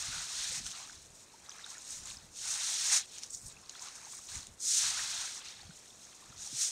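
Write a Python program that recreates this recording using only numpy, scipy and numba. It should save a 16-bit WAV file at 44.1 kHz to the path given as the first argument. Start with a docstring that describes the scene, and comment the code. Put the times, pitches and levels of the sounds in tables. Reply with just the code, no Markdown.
"""A stiff broom pushed and dragged through shallow water in an outdoor concrete basin, heard close.
Its bristles catch and slip on the wet concrete in four long pushes, with short dabs in between.
The pushed water sprays and gurgles as crowds of ringing bubbles; drops fall back, plink and tick.
A light breeze rumbles on the small microphone, which favours the treble; the yard behind is quiet."""
import sys
import numpy as np
from scipy import signal
from scipy.fft import rfft, irfft, next_fast_len
from scipy.io import wavfile
from numba import njit

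SR = 44100
rng = np.random.default_rng(int(sys.argv[2]) if len(sys.argv) > 2 else 0)


def master_out(mix):
    """Clip the mix to full scale and print it as 16-bit PCM to the path in sys.argv[1]."""
    frames = np.transpose(np.atleast_2d(mix))
    ceiling = np.clip(frames, -1, 1)
    pcm = np.round(ceiling * 32767).astype(np.int16)
    wavfile.write(sys.argv[1], SR, pcm)


N = 295934


def broom(scratch_db, scratch_hz, clumps_db, force):
    """Bristles scratch the wet concrete; tiny bubbles burst among them, clearest at a light touch."""
    # spectrum of the scratch: f/Hz, level/dB
    spectrum = [(2000, -45), (3500, -17), (4800, -7), (5600, -2.5), (6800, -3), (7500, -5.5), (8700, -4.5),
                (10400, -17.5), (15700, -46)]
    scratch = bristles(spectrum, clumps_db, per_s=3000, spread_db=0.5, hiss=0.65 + 0.46 * force)
    fizz = bubbles(spectrum[1:-1], count=7000, cycles=7.5, spread_db=3.9, rise=0.027,
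                   wash=.1, patchy_db=1.5)
    scratch = scratch + fizz * 0.69 / (1 + .8 * force)
    return from_db(scratch_db) * emphasis(scratch, scratch_hz, sharpness=3.6, boost_db=4.5)


def bristles(spectrum, clumps_db, per_s, spread_db, hiss):
    """Thousands of tips catch and slip in clumps, over the hiss of the water film."""
    sizes = from_db(spread_db * np.minimum(rng.exponential(1, N), 4.3)) * rng.choice([-1, 1], N)
    contacts = sizes * (rng.random(N) < per_s / SR)
    slips = (rms_one(contacts) + hiss * rng.standard_normal(N)) / np.sqrt(1 + hiss ** 2)
    return coloured(slips * from_db(clumps_db), spectrum)


def strokes():
    """Pushes, dabs and trickle add up to scratch, spray and gurgle levels and steer two pitches."""
    # long pushes, one table each: t/s, scratch/dB, spray/dB, gurgle/dB, gurgle f/Hz
    pushes = [
        [(0.0, -42, -45.5, -51, 1530), (0.15, -41.5, -44, -48.5, 1350), (0.3, -43, -47.5, -53.5, 1540),
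         (0.41, -37.5, -41, -50.5, 1600), (0.58, -40, -45.5, -51.5, 1970), (0.63, -49.5, -52, -62, 1950),
         (0.7, -50, -52, -61, 1500), (0.78, -47.5, -51.5, -52, 1100), (1.05, -64, -69, -76, 1400)],
        [(2.3, -66, -78, -90, 1300), (2.37, -46, -56, -79, 1560), (2.45, -42, -47.5, -53.5, 1510),
         (2.49, -36.5, -44.5, -48.5, 1470), (2.58, -38, -43, -48.5, 1680), (2.63, -35.5, -40.5, -50.5, 1620),
         (2.8, -36, -40, -50, 1800), (2.9, -32.5, -38.5, -43, 1820), (2.93, -24.5, -34.5, -36.5, 1820),
         (2.97, -27, -34, -41, 1800), (3.06, -62, -60, -75, 1900)],
        [(4.57, -72, -82, -85, 1320), (4.62, -38.5, -58, -70, 1630), (4.67, -32, -46, -69, 2090),
         (4.75, -29, -38.5, -58, 1850), (4.86, -31.5, -35.5, -40.5, 1440), (4.91, -36, -39, -47.5, 1380),
         (4.99, -38.5, -41.5, -44, 1420), (5.06, -39, -41.5, -48, 1420), (5.21, -40.5, -41.5, -50, 1560),
         (5.38, -46.5, -52, -58, 1840), (5.43, -60, -62, -66, 1520)],
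        [(6.36, -64, -70, -72, 1260), (6.41, -47, -57, -67, 1700), (6.48, -47.5, -54, -63, 1000),
         (6.52, -44.5, -53, -81, 1940), (6.62, -30.5, -40.5, -55, 2120), (6.65, -32, -40.5, -59.5, 1940),
         (6.71, -43, -53, -68, 1650)],
    ]
    # dabs and splashes as the broom is drawn back:
    # peak t/s, scratch/dB, spray/dB, gurgle/dB, scratch f/Hz, 10 dB rise/s, 10 dB fall/s
    splashes = [(0.667, -41.5, -54, -55, 6300, .025, .02), (0.93, -56, -62, -70, 6300, .01, .02),
                (1.06, -57, -68, -80, 6900, .04, .01), (1.155, -57.5, -69, -85, 7400, .02, .025),
                (1.21, -57, -66, -85, 7200, .04, .05), (1.34, -61, -70, -72, 6600, .03, .03),
                (1.72, -49, -55, -57, 6750, .05, .05), (1.925, -42.5, -53, -63, 6750, .09, .1),
                (2.075, -45, -50.5, -55, 6900, .02, .08), (3.145, -51.5, -54, -68, 6900, .045, .08),
                (3.19, -48, -55, -62, 6500, .04, .02), (3.232, -46.5, -53, -60, 6000, .02, .035),
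                (3.305, -52, -74, -80, 7600, .01, .025), (3.345, -43.5, -75, -71, 7000, .025, .045),
                (3.465, -48.5, -70, -72, 8500, .07, .04), (3.505, -53, -61, -66, 6300, .02, .04),
                (3.7, -58, -61, -74, 7000, .02, .025), (3.77, -62, -56, -66, 6000, .04, .05),
                (3.83, -48.5, -60, -56, 6400, .05, .1), (3.885, -52, -52, -60, 6000, .05, .025),
                (3.96, -51.5, -62, -60, 6300, .04, .05), (4.13, -45.5, -58, -63, 7100, .045, .1),
                (4.289, -47.5, -54, -58, 7000, .003, .12), (4.355, -43.5, -51, -54, 6700, .06, .075),
                (5.46, -52, -49.5, -61, 5900, .04, .1), (5.76, -56, -66, -74, 7600, .07, .07),
                (6.03, -59, -68, -72, 6400, .04, .06), (6.22, -59, -70, -70, 7300, .08, .04)]
    # water running back between strokes: t/s, scratch/dB, spray/dB, gurgle/dB
    trickle = [(0.9, -62, -68, -76), (1.1, -62, -70, -76), (1.36, -65, -71.5, -73), (1.52, -58, -62, -60),
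               (1.66, -58, -59, -60), (1.8, -58, -66, -64), (2.24, -67, -67, -69), (2.32, -66, -76, -88),
               (3.1, -60, -66, -71), (3.4, -62, -78, -88), (3.56, -65, -67, -68), (3.62, -60.5, -68, -69),
               (3.7, -61, -68, -68), (4.05, -58, -63, -59.5), (4.27, -58.5, -70, -77),
               (4.55, -73, -80, -84), (5.5, -58, -59, -60), (5.7, -61, -65, -69), (5.87, -60, -66.5, -75),
               (6.3, -60, -65, -66)]
    t = np.arange(N) / SR
    power = from_db(2 * np.array(in_time(trickle)))
    gurgle_hz = 1350 * 2 ** (0.35 * drift(8))   # wanders between pushes
    for push in pushes:
        *level_db, hz = in_time(push)
        moving = (t >= push[0][0]) & (t <= push[-1][0])
        power += moving * from_db(2 * np.array(level_db))
        gurgle_hz[moving] = hz[moving]
    dryness_db = 10 * np.log10(power[0] / power[1])   # scratch over spray
    steady_hz = 6200 + 22 * dryness_db   # a dry push is brighter
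    _, *peak_db, splash_hz, _, _ = np.transpose(splashes)
    peaks, shapes = from_db(2 * np.array(peak_db)), swells(splashes)
    total = power + peaks @ shapes
    scratch_hz = (power[0] * steady_hz + (peaks[0] * splash_hz) @ shapes) / total[0]
    return *(10 * np.log10(total)), scratch_hz, gurgle_hz


def mist(scratch_db, scratch_hz, clumps_db):
    """Fine mist hisses off the bristles; a loud or bright touch throws more."""
    # spectrum of the mist: f/Hz, level/dB
    spectrum = [(7000, -7), (10000, -6), (11000, -5), (13000, -6), (15600, -12)]
    level_db = -66.3 + 0.85 * (scratch_db + 45) + 3.5 * (scratch_hz / 1000 - 6.4)
    gain = np.hypot(from_db(level_db), from_db(-79))   # a faint floor remains
    return gain * bristles(spectrum, clumps_db, per_s=1900, spread_db=2.5, hiss=0.95)


def spray(level_db, force):
    """Water sprays between the bristles: small bubbles in a wash that grows with the force."""
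    # spectrum of the spray: f/Hz, level/dB
    spectrum = [(1200, -13), (2300, -9.5), (3000, -7), (3600, -3.5), (4300, -1.5), (5200, -4.5),
                (6500, -20.5), (10000, -43)]
    crowd = bubbles(spectrum, count=14000, cycles=7.4, spread_db=2.5, rise=0.049,
                    wash=1.05 + 1.14 * force, patchy_db=0.55)
    rasp_hz = np.full(N, 3900.)
    return from_db(level_db) * emphasis(crowd, rasp_hz, sharpness=4.5, boost_db=1.2)


def gurgle(level_db, hz, force):
    """Larger bubbles ring in the pushed water, under a resonance that moves with the stroke."""
    # spectrum of the gurgle: f/Hz, level/dB
    spectrum = [(350, -30), (600, -9.5), (850, -3), (1450, -3), (1900, -2), (2600, 0), (5000, -34)]
    crowd = bubbles(spectrum, count=6000, cycles=4.7, spread_db=2.5, rise=0.069,
                    wash=1.5 + 0.72 * force, patchy_db=1.2)
    return from_db(level_db) * emphasis(crowd, hz, sharpness=3.8, boost_db=6.5)


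def bubbles(spectrum, count, cycles, spread_db, rise, wash, patchy_db):
    """Bubbles of all sizes climb in pitch as they near the surface, over the wash of moving water."""
    when, size, strength, life = rng.random((count, 4)).T
    low_hz, high_hz = spectrum[1][0], spectrum[-2][0]
    hz = low_hz * (high_hz / low_hz) ** size
    height = from_db(-spread_db * np.log(np.maximum(strength, .004))) * np.sqrt(hz)
    length_s = cycles * (.5 + life) / hz
    ringing = rings((when * N).astype(np.int64), hz, height, length_s, np.full(count, rise))
    crowd = (rms_one(ringing) + wash * rng.standard_normal(N)) / np.sqrt(1 + wash ** 2)
    return coloured(crowd * from_db(patchy_db * drift(20)), spectrum)


def drops():
    """Single drops and bubbles plink above the wash."""
    # plinks: t/s, f/Hz, peak level/dB, length/ms
    plinks = [(0.518, 520, -52.5, 7.2), (0.665, 1430, -45, 2.0), (0.668, 3180, -43, 2),
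              (0.897, 1560, -41.5, 1.8), (1.34, 930, -53.5, 9.2), (1.462, 3860, -47, 1.1),
              (1.488, 1300, -49, 2.7), (1.494, 5930, -32.5, 1.1), (1.506, 5070, -42, 1.2),
              (1.517, 3280, -43.5, 1.4), (1.584, 5930, -40.5, 1.1), (1.643, 3800, -37.5, 2.7),
              (1.664, 1510, -45, 2.4), (1.703, 6480, -36, .8), (1.782, 6960, -35, .88),
              (2.056, 7400, -35, 1.3), (2.073, 9370, -39, .5), (2.103, 4000, -35, .8),
              (2.111, 2600, -41, 1.2), (2.121, 6400, -35, .7), (2.17, 5240, -40, 2), (3.184, 6400, -34, .7),
              (3.235, 5370, -27, .6), (3.241, 6060, -35, 1.4), (3.305, 7600, -38, 3.5),
              (3.334, 8000, -32, .49), (3.348, 6890, -30, 1.07), (3.483, 8800, -37, .8),
              (3.568, 2600, -50, 4), (3.66, 4440, -49, 1.5), (3.696, 6700, -33.5, .91),
              (3.75, 3500, -48, 2.8), (3.754, 1410, -46, 2.2), (3.795, 5170, -37.5, 1.1),
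              (3.823, 6800, -29, .56), (3.872, 1180, -51, 7.4), (3.886, 6000, -35, .53),
              (3.955, 6540, -35, .5), (4.049, 6400, -40, 1.9), (4.055, 4410, -45, 1.2),
              (4.068, 830, -50.5, 4.7), (4.124, 8200, -36, .44), (4.134, 1110, -50, 2.7),
              (4.19, 1200, -53, 3.0), (4.318, 1630, -49, 3.9), (4.356, 6940, -29, .7),
              (4.43, 4000, -42, 1.1), (4.47, 7170, -37, .7), (5.485, 5650, -39, 1.6),
              (5.613, 4450, -43.5, 2.4), (5.631, 780, -54, 4.5), (5.708, 1520, -51, 3.0),
              (5.905, 3580, -50, 2.2), (6.326, 1330, -51, 3.7), (6.469, 830, -54, 4.7)]
    s, hz, peak_db, ms = np.transpose(plinks)
    rise = 0.081 * np.minimum(2600 / hz, 1)   # large bubbles climb most
    start = ((s - ms / 8000) * SR).astype(np.int64)
    return rings(start, hz / (1 + rise), from_db(peak_db), ms / 1000, rise)


def ticks():
    """Drops burst on bare concrete: a sharp crack with a millisecond of spatter."""
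    # impacts: t/s, relative level/dB
    impacts = [(0.665, -21), (0.7148, -26), (0.7595, -29), (1.6626, -29), (2.057, -33), (3.1827, -31),
               (3.2347, -23), (3.695, -26.5), (4.2867, -31), (4.469, -28.5), (4.6034, -34)]
    out, tail = np.zeros(N), np.exp(-np.arange(300) / (0.00098 * SR))
    for s, level_db in impacts:
        at = round(s * SR)
        out[at:at + 300] += from_db(level_db - 5.5) * tail * rng.standard_normal(300)
    return signal.sosfilt(signal.butter(4, [2800, 9300], "band", fs=SR, output="sos"), out)


def breeze():
    """Lumpy low turbulence at the microphone, with a few thumps."""
    # gusts: peak t/s, level/dB, 10 dB rise/s, 10 dB fall/s
    gusts = [(0.09, -55, .1, .05), (0.19, -54.5, .1, .07), (0.66, -56, .3, .06), (0.99, -64, .15, .1),
             (1.12, -61, .04, .07), (2.0, -58.5, .09, .08), (2.13, -58.5, .09, .18), (2.5, -66, .2, .07),
             (3.46, -58, .1, .06), (3.57, -63.5, .04, .05), (4.39, -54.5, .07, .04), (4.5, -56, .035, .04),
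             (4.84, -55, .045, .06), (5.0, -66, .15, .06), (5.1, -65, .05, .15), (5.68, -60, .1, .04),
             (6.31, -61, .06, .12), (6.54, -61, .05, .03)]
    # spectrum of the rumble: f/Hz, level/dB
    spectrum = [(20, 0), (35, -4), (70, 0), (120, -2), (200, -7.5), (350, -21), (900, -70)]
    # gusts that thump the microphone: t/s, peak level/dB, f/Hz
    buffets = [(5.648, -53, 90), (5.692, -46, 175), (6.527, -49.5, 290), (6.535, -50, 130)]
    calm_db = -77
    gain = np.sqrt(from_db(2 * calm_db) + from_db(2 * np.transpose(gusts)[1]) @ swells(gusts))
    rumble = gain * coloured(rng.standard_normal(N) * from_db(3.1 * drift(18)), spectrum)
    s, peak_db, hz = np.transpose(buffets)
    thumps = rings((s * SR).astype(np.int64), hz, from_db(peak_db), 1.8 / hz, np.full(len(s), -.05))
    return rumble + thumps


def yard():
    """The faint, steady hush of the open air around the basin."""
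    # spectrum of the hush: f/Hz, level/dB
    spectrum = [(15, -31), (25, 1), (104, 6.5), (649, 4), (2700, -5), (3010, -11), (4160, -11.5),
                (6750, -8), (8610, -5), (10400, -11), (15600, -33)]
    return from_db(-64) * coloured(rng.standard_normal(N), spectrum)


@njit
def rings(start, hz, height, length_s, rise):
    """Short tones that swell, die away and glide by the fraction `rise` per length."""
    out = np.zeros(N)
    for k in range(len(start)):
        phase = 0.
        for i in range(min(int(4 * length_s[k] * SR), N - start[k])):
            age = i / SR / length_s[k]
            phase += 2 * np.pi * hz[k] * (1 + rise[k] * age) / SR
            out[start[k] + i] += height[k] * np.e * 2 * age * np.exp(-2 * age) * np.sin(phase)
    return out


def emphasis(x, hz, sharpness, boost_db):
    """A broad resonance that follows `hz` lifts part of the spectrum; rms 1."""
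    lifted, state = np.zeros(N), np.zeros(2)
    for i in range(0, N, 256):
        r = np.exp(-np.pi * hz[i] / sharpness / SR)
        b = [(1 - r * r) / 2, 0, (r * r - 1) / 2]
        a = [1, -2 * r * np.cos(2 * np.pi * hz[i] / SR), r * r]
        lifted[i:i + 256], state = signal.lfilter(b, a, x[i:i + 256], zi=state)
    return rms_one(x + (from_db(boost_db) - 1) * lifted)


def coloured(x, spectrum):
    """Gives a flat sound the shape of this spectrum; rms 1."""
    size = next_fast_len(N)
    hz = np.arange(size // 2 + 1) * SR / size + 1
    point_hz, point_db = np.transpose(spectrum)
    gain = from_db(np.interp(np.log(hz), np.log(point_hz), point_db, left=-90))
    return rms_one(irfft(rfft(x, size) * gain, size)[:N])


def drift(rate_hz):
    """Slow random wander: noise through a double one-pole low-pass; spread 1."""
    r = np.exp(-40 * np.pi * rate_hz / SR)   # one step per 20 samples
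    slow = signal.lfilter([1], [1, -2 * r, r * r], rng.standard_normal(N // 20 + 2002))[2000:]
    return np.interp(np.arange(N) / 20, np.arange(len(slow)), rms_one(slow))


def swells(rows):
    """Power shape of each event: up to its peak and down again, straight in decibels."""
    t = np.arange(N) / SR
    return np.array([10 ** np.minimum((t - s) / rise, (s - t) / fall) for s, *_, rise, fall in rows])


def in_time(rows):
    """Each column of a curve table, sample by sample."""
    s, *columns = np.transpose(rows)
    return [np.interp(np.arange(N) / SR, s, column) for column in columns]


def from_db(db):
    """Decibels to gain."""
    return 10 ** (np.asarray(db) / 20)


def rms_one(x):
    """Scaled to unit power."""
    return x / np.sqrt(np.mean(x ** 2) + 1e-20)


def scene():
    """Broom and water in front, breeze on the microphone, the yard behind; mono."""
    scratch_db, spray_db, gurgle_db, scratch_hz, gurgle_hz = strokes()
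    force = from_db(scratch_db + 45.5)   # hard strokes blend single grains into a smooth swish
    clumps_db = 1.02 * drift(28) + 0.68 * drift(120)
    clumps_db *= 1 + 0.8 / (1 + force ** 2)   # a light touch is more uneven
    sweeping = broom(scratch_db, scratch_hz, clumps_db, force) + mist(scratch_db, scratch_hz, clumps_db)
    water = spray(spray_db, force) + gurgle(gurgle_db, gurgle_hz, force) + drops() + ticks()
    return (sweeping + water + breeze() + yard())[None]


def record(dry):
    """The small microphone's housing colours the treble; the top is cut steeply."""
    # peaks and dips of the housing: f/Hz, width/Hz, gain/dB
    housing = [(2980, 210, -0.5), (3690, 1170, 1.5), (4710, 330, -2), (5660, 210, 0.5), (6850, 200, 2),
               (7300, 870, -1), (8140, 2400, 1.5)]
    size = next_fast_len(N + 4096)
    hz = np.arange(size // 2 + 1) * SR / size
    colour_db = sum(db / (1 + (2 * (hz - centre_hz) / width_hz) ** 2)
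                    for centre_hz, width_hz, db in housing)
    heard = irfft(rfft(dry, size) * from_db(colour_db), size)[:, :N]
    cutoff_hz = 15694
    return signal.sosfilt(signal.ellip(14, .3, 75, cutoff_hz, fs=SR, output="sos"), heard)


dry = scene()
out = record(dry)
master_out(out)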